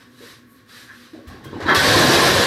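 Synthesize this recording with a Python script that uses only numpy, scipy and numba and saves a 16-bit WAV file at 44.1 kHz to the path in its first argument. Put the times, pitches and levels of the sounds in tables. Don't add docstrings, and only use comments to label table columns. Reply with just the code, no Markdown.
import sys
import numpy as np
from scipy import signal
from scipy.fft import rfft, irfft
from scipy.io import wavfile
from scipy.ndimage import uniform_filter1d
from numba import njit

SR = 44100
rng = np.random.default_rng(int(sys.argv[2]) if len(sys.argv) > 2 else 0)


def transcribe(u):
    v = np.clip(np.atleast_2d(u).T, -1, 1)
    q = np.round(v * 32767).astype(np.int16)
    wavfile.write(sys.argv[1], SR, q)


def makeup_ratio(level_db):
    decades = np.asarray(level_db, float) / 20
    return 10 ** decades


N = 108530
LARGEST_DB = 10

# (frequency [Hz], level [dB])
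HUSH_COLOUR = [(24, -55), (40, -18), (108, -4.5), (177, -18), (244, -1.5), (784, -30.5), (1650, -20.5),
               (12600, -44), (15000, -28.5)]
# (frequency [Hz], width [Hz], level [dB])
HUMS = [(114.5, 24, -63.5), (241.8, 12, -55.5), (506.5, 15, -67.5), (1112, 60, -69.5)]
# (centre [s], half length [s], level [dB], tilt [dB/octave])
SCRAPE_SWELLS = [(0., 0.018, -45.5, -2.5), (0.265, 0.06, -44, 0), (0.515, 0.028, -51.5, 11.5),
                 (0.564, .03, -57.5, 0.5), (0.712, 0.027, -48, -1), (0.785, 0.046, -42.5, 0.5),
                 (1, 0.07, -48, 0), (1.172, 0.032, -55, -2), (1.315, 0.045, -48, -3),
                 (1.407, 0.055, -52, -6), (1.443, 0.017, -50, -4.5), (1.574, 0.075, -38.5, -5.5),
                 (.16, 0.1, -60.5, 2)]
# (frequency [Hz], level [dB])
SCRAPE_COLOUR = [(300, -3.5), (800, -13), (1200, -3), (2000, -2), (4000, 0), (8000, -8.5), (15000, -14)]
# (centre [s], half length [s], frequency [Hz], width [Hz], level [dB])
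SQUEAK_SOUND = (0.9, -0.02, 1647, 345, -46.5)
# (time [s], level [dB], body [Hz], tick level [dB], sharpness Q [-])
FLOOR_KNOCKS = [(0.206, -49, 390, -76, 1.8), (.222, -52, 496, -54, 6.6), (1.132, -41, 321, -57.5, 7.1),
                (1.148, -52, 603, -65, 3.2), (1.19, -48, 487, -75, 2.6), (1.268, -36, 76.6, -54.5, 2.7),
                (1.3, -54.5, 764, -74, 2.9), (1.365, -57, 750, -70, 1.8), (1.41, -56.5, 800, -64, 2.9),
                (1.31, -42.5, 249, -68, 7.7), (1.344, -46.5, 328, -68, 2.4), (1.456, -42, 322, -64, 1.4),
                (1.459, -38.5, 99, -72, 3.2), (1.485, -44.5, 260, -58, 1.2), (1.53, -35, 356, -66, 1.43),
                (1.53, -46, 960, -71, 2.8), (1.555, -38, 306, -72, 2.4), (1.565, -45.5, 800, -66, 4.6),
                (1.602, -37.5, 524, -40.5, 1.3), (1.623, -36, 95, -41, 2.5), (1.66, -29.5, 303, -39, 2.3)]
# (frequency [Hz], level [dB])
TICK_COLOUR = [(300, -3), (1500, -0.5), (4000, -2), (9000, -19), (15000, -33)]
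# (start [s], length [s], level [dB])
LEG_SKIDS = [
    (1.274, 0.02, -40.5),
    (1.44, 0.017, -37.5),
    (1.62, .01, -52),
]
# (frequency [Hz], level [dB])
SKID_COLOUR = [(600, -22), (1600, 6), (4000, 2.5), (8000, -0.5), (12000, -7), (16000, 10)]
# (time [s], level [dB])
LEG_BLOWS = [
    (1.276, -52),
    (1.446, -49),
    (1.608, -44.5),
    (1.663, -36),
    (1.684, -25),
    (1.697, -26.5),
    (1.706, -28),
    (1.749, -21),
    (1.79, -30),
    (1.82, -31),
]
# (frequency [Hz], level [dB], time to fall 60 dB [s])
TUBE_MODES = [(1034, -5.5, 0.054), (1148, -5, 0.14), (1544, -5.5, 0.26), (1620, -0.5, 0.073),
              (1730, -15, 0.1), (1815, -19, 0.067), (1900, -4.5, 0.098), (3250, 0, 0.18), (3513, -6, 0.097),
              (3840, -16, 0.051), (3920, -15, 0.08), (4660, -27, 0.035)]
# (time [s], level [dB])
FRAME_LEVEL = [
    (1.594, -44),
    (1.604, -32),
    (1.65, -35.5),
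    (1.68, -15.5),
    (1.702, -13),
    (1.718, -17.5),
    (1.73, -32),
    (1.76, -31.5),
]
# (frequency [Hz], level [dB])
FRAME_TONE = [(60, -29), (200, -1.5), (330, 2.5), (700, -5), (1500, -4.5), (2100, -7.5), (2800, -19),
              (4000, -15), (12000, -47)]
# (time [s], level [dB])
SLAB_LEVEL = [
    (1.772, -51),
    (1.83, -25.5),
    (1.85, -22.5),
    (1.961, -18),
    (2.06, -19),
    (2.2, -22),
    (2.34, -25),
    (2.38, -19),
    (2.46, -36),
]
# (frequency [Hz], level [dB])
BOARD_COLOUR = [(40, -26.5), (95, 1.5), (180, -3), (350, 0.5), (600, -1.5), (1100, -13.5), (2500, -32.5)]
# (time [s], level [dB], frequency [Hz])
JOIST_THUDS = [(1.528, -37.5, 96), (1.645, -32.5, 90), (1.765, -24.5, 94), (1.817, -28.5, 88.5),
               (1.874, -21.5, 103), (1.948, -21, 98), (2.08, -25, 123), (2.146, -28, 96.6),
               (2.245, -23.5, 134), (2.307, -23, 97), (2.338, -26, 97), (2.381, -30, 101)]
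# (centre [s], half length [s], level [dB])
SPLINTER_SHOWERS = [
    (1.77, 0.028, -26),
    (1.7, 0.011, -36),
    (1.8, .018, -30),
    (2.3, .022, -33),
    (2.225, .045, -34),
    (1.7, .01, -58),
    (.765, .015, -60),
]
# (frequency [Hz], level [dB])
SPLINTER_COLOUR = [(6000, -30), (10000, -11), (13000, -6), (16000, 1)]
# (time [s], level
# [dB], frequency [Hz], time to fall 60 dB [s])
SINGLE_NOTES = [(.262, -62, 1810, .15), (.742, -55, 1790, .12), (.775, -56, 1570, .15),
                (1.175, -45.5, 251, .2), (1.305, -55, 1096, 0.13), (1.435, -55, 1070, .15),
                (1.56, -53, 800, 0.14), (1.686, -26, 1700, .15), (1.684, -20, 1326, 0.18),
                (1.686, -26, 2080, 0.11), (1.70, -27, 328, .15), (1.742, -28, 1904, 0.11),
                (2.15, -25, 2120, 0.16), (1.654, -29, 977, 0.096), (1.66, -35, 3910, 0.092),
                (1.686, -26, 3250, 0.082), (1.691, -32.5, 4000, .1), (1.681, -25, 339, 0.19),
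                (1.745, -23, 1154, .1), (1.755, -27.5, 3360, .3), (1.785, -29, 1870, 0.18),
                (1.79, -28.5, 1520, 0.34), (1.80, -34, 1696, .2), (1.838, -23.5, 267, 0.27),
                (1.845, -27.5, 1104, 0.16), (1.845, -21.5, 488.7, 0.19), (1.864, -23.5, 4600, 0.16),
                (1.883, -21, 492, 0.14), (1.937, -24.5, 518.5, 0.18), (1.94, -25, 1031, 0.14),
                (1.95, -37, 1850, 0.12), (1.96, -19, 341, 0.18), (2.01, -20.5, 386, 0.12),
                (2.014, -24, 283, .15), (2.04, -17.5, 244, .15), (2.03, -26.5, 4010, .2),
                (2.09, -23, 344, 0.42), (2.185, -27, 1800, .15), (2.215, -26, 1038, 0.13),
                (2.22, -21.5, 356, 0.19), (2.263, -24, 623.5, 0.19), (2.269, -27, 1560, 0.18),
                (2.289, -21, 362, 0.22), (2.36, -21.5, 490, .15), (2.375, -32.5, 1701, 0.24)]
# (time [s], level [dB])
RAIN_LEVEL = [
    (1.76, -21.5),
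    (1.85, -16.5),
    (1.95, -16),
    (2.05, -15),
    (2.15, -15.5),
    (2.27, -17.5),
    (2.36, -18.5),
    (2.46, -19.5),
]
# (frequency [Hz], level [dB])
SHARD_COLOUR = [(500, -2.5), (1000, -4.5), (2000, -3), (4000, -0.5), (6000, -6), (9000, -13), (13000, -20),
                (16000, -34)]
# (frequency [Hz], width [Hz], level [dB])
MIC_BUMPS = [(800, 830, 1.5), (1084, 165, 4.5), (1706, 398, 6.5), (2835, 860, -2), (3880, 370, 2.5),
             (6970, 1530, -3), (12300, 1560, 5)]


def level(x, db):
    return x * makeup_ratio(db) / np.sqrt(np.mean(x ** 2) + 1e-30)


def curve(table):
    s, db = np.array(table, float).T
    return makeup_ratio(np.interp(np.arange(N) / SR, s, db, left=-150))


def shape(table, hz):
    f, db = np.array(table, float).T
    return np.interp(np.log(np.maximum(hz, 1)), np.log(f), db)


def colour(x, db_of):
    log_gain = db_of(np.fft.rfftfreq(4096, 1 / SR)) * np.log(10) / 20
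    c = irfft(log_gain)
    c[1:2048] = 2 * c[1:2048]
    c[2049:] = 0
    return signal.fftconvolve(x, irfft(np.exp(rfft(c))))[:len(x)]


def band(x, hz, width):
    return signal.lfilter(*signal.iirpeak(hz, hz / width, SR), x)


def uneven_db(u, spread_db):
    return np.minimum(-spread_db * np.log(1 - u), LARGEST_DB)


def clicks(per_s, spread_db):
    chance, sign, size = rng.random((3, N))
    hit = chance < per_s / SR
    return level(hit * np.sign(sign - .5) * makeup_ratio(uneven_db(size, spread_db)), 0)


def walk(rate):
    k = int(SR / rate)
    steps = np.repeat(rng.standard_normal(N // k + 1), k)
    return 1.3 * uniform_filter1d(steps, k)[:N]


def swell(centre, half):
    return np.exp(-.5 * ((np.arange(N) / SR - centre) / half) ** 2)


def clatter(table, per_s, spread_db, level_curve):
    body = colour(clicks(per_s, spread_db), lambda f: shape(table, f))
    return level(body, 0) * curve(level_curve)


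@njit
def rings(start, hz, cycles, size, n, sr):
    out = np.zeros(n)
    for k in range(len(start)):
        turn = np.exp((2j * np.pi - 6.9 / cycles[k]) * hz[k] / sr)
        z = size[k] + 0j
        i = int(start[k])
        end = min(n, i + int(cycles[k] * sr / hz[k]))
        while i < end:
            out[i] += z.imag
            z *= turn
            i += 1
    return out


def hush():
    air = level(colour(rng.standard_normal(N), lambda f: shape(HUSH_COLOUR, f)), -53)
    out = air * makeup_ratio(0.31 * walk(3.4))
    for hz, width, db in HUMS:
        hum = band(band(rng.standard_normal(N), hz, width), hz, width)
        out = out + level(hum, db)
    return out


def scrapes():
    grit = clicks(9000, 2.) * makeup_ratio(.6 * walk(39.8))
    out = 0
    for s, half, db, tilt_db in SCRAPE_SWELLS:
        tone = colour(grit, lambda f: shape(SCRAPE_COLOUR, f) + tilt_db * np.log2(np.maximum(f, 200) / 2000))
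        out = out + level(tone, db) * swell(s, half)
    return out


def squeak():
    s, half, hz, width, db = SQUEAK_SOUND
    return level(band(clicks(600, 3.), hz, width), db) * swell(s, half)


def knocks():
    body_rise_s, tick_rise_s, tick_decay_s = .009, 0.0027, 0.016
    t = np.arange(4096) / SR
    out = np.zeros(N + len(t))
    tick_fade = np.exp(-t / tick_decay_s) * np.minimum(t / tick_rise_s, 1)
    for s, db, hz, tick_db, q in FLOOR_KNOCKS:
        rise = np.minimum(t / np.maximum(2 / hz, body_rise_s), 1)
        body = np.sin(2 * np.pi * hz * t) * np.exp(-np.pi * hz * t / q) * rise
        grit = rng.standard_normal(len(t))
        tick = colour(grit * tick_fade, lambda f: shape(TICK_COLOUR, f))
        i = int(s * SR)
        out[i:i + len(t)] += level(body, db) + level(tick, tick_db)
    return out[:N]


def skids():
    edge_s = 0.0017
    t = np.arange(N) / SR
    hiss = level(colour(clicks(12000, 2.), lambda f: shape(SKID_COLOUR, f)), 0)
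    gain = 0
    for s, length, db in LEG_SKIDS:
        gain = gain + makeup_ratio(db) * np.clip(np.minimum(t - s, s + length - t) / edge_s, 0, 1)
    return hiss * gain


def legs():
    scatter_db, detune = 4.5, 0.006
    s, db = np.array(LEG_BLOWS).T
    hz, mode_db, t60 = np.array(TUBE_MODES).T
    u = rng.standard_normal((len(s), len(hz), 2))
    f = hz * (1 + detune * u[..., 0])
    size = makeup_ratio(db[:, None] + mode_db + scatter_db * u[..., 1])
    start = np.repeat(s * SR, len(hz))
    return rings(start, f.ravel(), (f * t60).ravel(), size.ravel(), N, 1. * SR)


def frame():
    return clatter(FRAME_TONE, 1500, 5.5, FRAME_LEVEL)


def slabs():
    return clatter(BOARD_COLOUR, 350, 2, SLAB_LEVEL)


def thuds():
    sharpness_q = 4.76
    t, out = np.arange(N) / SR, 0
    for s, db, hz in JOIST_THUDS:
        after = np.maximum(t - s, 0)
        fade = np.exp(-np.pi * hz * after / sharpness_q) * np.minimum(after * hz, 1)
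        out = out + makeup_ratio(db) * 4 * np.sin(2 * np.pi * hz * after) * fade
    return out


def splinters():
    dust = level(colour(clicks(9000, 3.), lambda f: shape(SPLINTER_COLOUR, f)), 0)
    return dust * sum(makeup_ratio(db) * swell(s, half) for s, half, db in SPLINTER_SHOWERS)


def single_notes():
    rise_s = 0.0057
    t, out = np.arange(N) / SR, 0
    for s, db, hz, t60 in SINGLE_NOTES:
        after = np.maximum(t - s, 0)
        fade = makeup_ratio(db - 60 * after / t60) * np.minimum(after / rise_s, 1)
        out = out + 2 * np.sin(2 * np.pi * hz * after) * fade
    return out


def glass():
    burst_s, crack_db, crack_decay_s, rise_s = 1.749, 0, .005, .007
    shards, shard_cycles, spread_db = 14000, 21.5, 2.5
    chunk_share, chunk_cycles, chunk_db = .06, 70, 5
    when, pitch, kind, luck = rng.random((shards, 4)).T
    hz = 500 * 32 ** pitch
    start = (burst_s - rise_s + when * (N / SR - burst_s)) * SR
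    chunk = kind < chunk_share
    cycles = np.where(chunk, chunk_cycles, shard_cycles * 4 ** (kind - .5))
    shard_db = shape(SHARD_COLOUR, hz) + chunk_db * chunk + uneven_db(luck, spread_db)
    size = makeup_ratio(shard_db) * hz / 2000 / np.sqrt(cycles)
    rain = rings(start, hz, cycles, size, N, 1. * SR)

    after = np.arange(N) / SR - burst_s
    crack_gain = np.clip(after / rise_s + 1, 0, 1) ** 2 * np.exp(-np.abs(after) / crack_decay_s)
    crack = colour(rng.standard_normal(N) * crack_gain, lambda f: shape(SHARD_COLOUR, f))

    first_db = RAIN_LEVEL[0][1]
    onset = [(burst_s - rise_s, first_db - 20), (burst_s, first_db)]
    gain = curve(onset + RAIN_LEVEL) * makeup_ratio(1.5 * walk(90))
    return rain * gain / np.std(rain[after > 0]) + crack * makeup_ratio(crack_db)


def room(x):
    t60_s, treble_t60_s, delay_s = 0.41, 0.26, 0.0037
    split_hz, top_hz, low_hz, wet_db = 1180, 9140, 111, 3
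    places, place_s = 8, .008
    t, hop = np.arange(SR // 2) / SR, int(place_s * SR)
    noise = rng.standard_normal((places, len(t))) * np.clip(t / delay_s - .5, 0, 1)
    low = signal.lfilter(*signal.butter(1, split_hz, fs=SR), noise)
    high = signal.lfilter(*signal.butter(1, top_hz, fs=SR), noise - low)
    tail = low * makeup_ratio(-60 * t / t60_s) + high * makeup_ratio(-60 * t / treble_t60_s)
    tail = signal.lfilter(*signal.butter(2, low_hz, 'high', fs=SR), tail)
    place = np.repeat(rng.integers(0, places, N // hop + 1), hop)[:N]
    here = 1. * (place == np.arange(places)[:, None])
    share = np.sqrt(np.abs(uniform_filter1d(here, hop, axis=1)))
    tail = tail / np.sqrt(np.sum(tail[0] ** 2))
    wet = signal.fftconvolve(x * share, tail, axes=1)[:, :N].sum(axis=0)
    return x + makeup_ratio(wet_db) * wet


def scene():
    blows = knocks() * makeup_ratio(-3.0) + thuds()
    rub = scrapes() + squeak()
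    skid, rung = skids(), single_notes()
    air = room(rub + blows + skid + legs() + frame() + slabs() + glass() + rung * makeup_ratio(-5.5))
    direct = blows * makeup_ratio(-4) + skid * makeup_ratio(-3) + rung * makeup_ratio(4.5) + splinters()
    return ((air + direct) * makeup_ratio(-7.5) + hush())[None]


def low_pass(x):
    return signal.sosfilt(signal.butter(12, 15740, fs=SR, output="sos"), x)


def record(dry):
    low_cut_hz, top_hz, top_db_per_khz = 42.5, 13000, -6
    limit_db, limit_ratio, limit_window_s, clip = -13.5, 1.9, 0.0072, 1.65

    def mic_db(f):
        bumps = sum(db * np.exp(-.5 * ((f - hz) / (width / 2)) ** 2) for hz, width, db in MIC_BUMPS)
        return bumps + top_db_per_khz * np.maximum(f - top_hz, 0) / 1000

    x = colour(dry[0], mic_db)
    x = signal.lfilter(*signal.butter(3, low_cut_hz, 'high', fs=SR), x)
    loudness = np.sqrt(uniform_filter1d(x ** 2, int(limit_window_s * SR)) + 1e-12)
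    x = x * np.minimum(1, makeup_ratio(limit_db) / loudness) ** (1 - 1 / limit_ratio)
    mix = np.tanh(x / clip) * clip
    return low_pass(mix[None])


dry = scene()
out = record(dry)
transcribe(out)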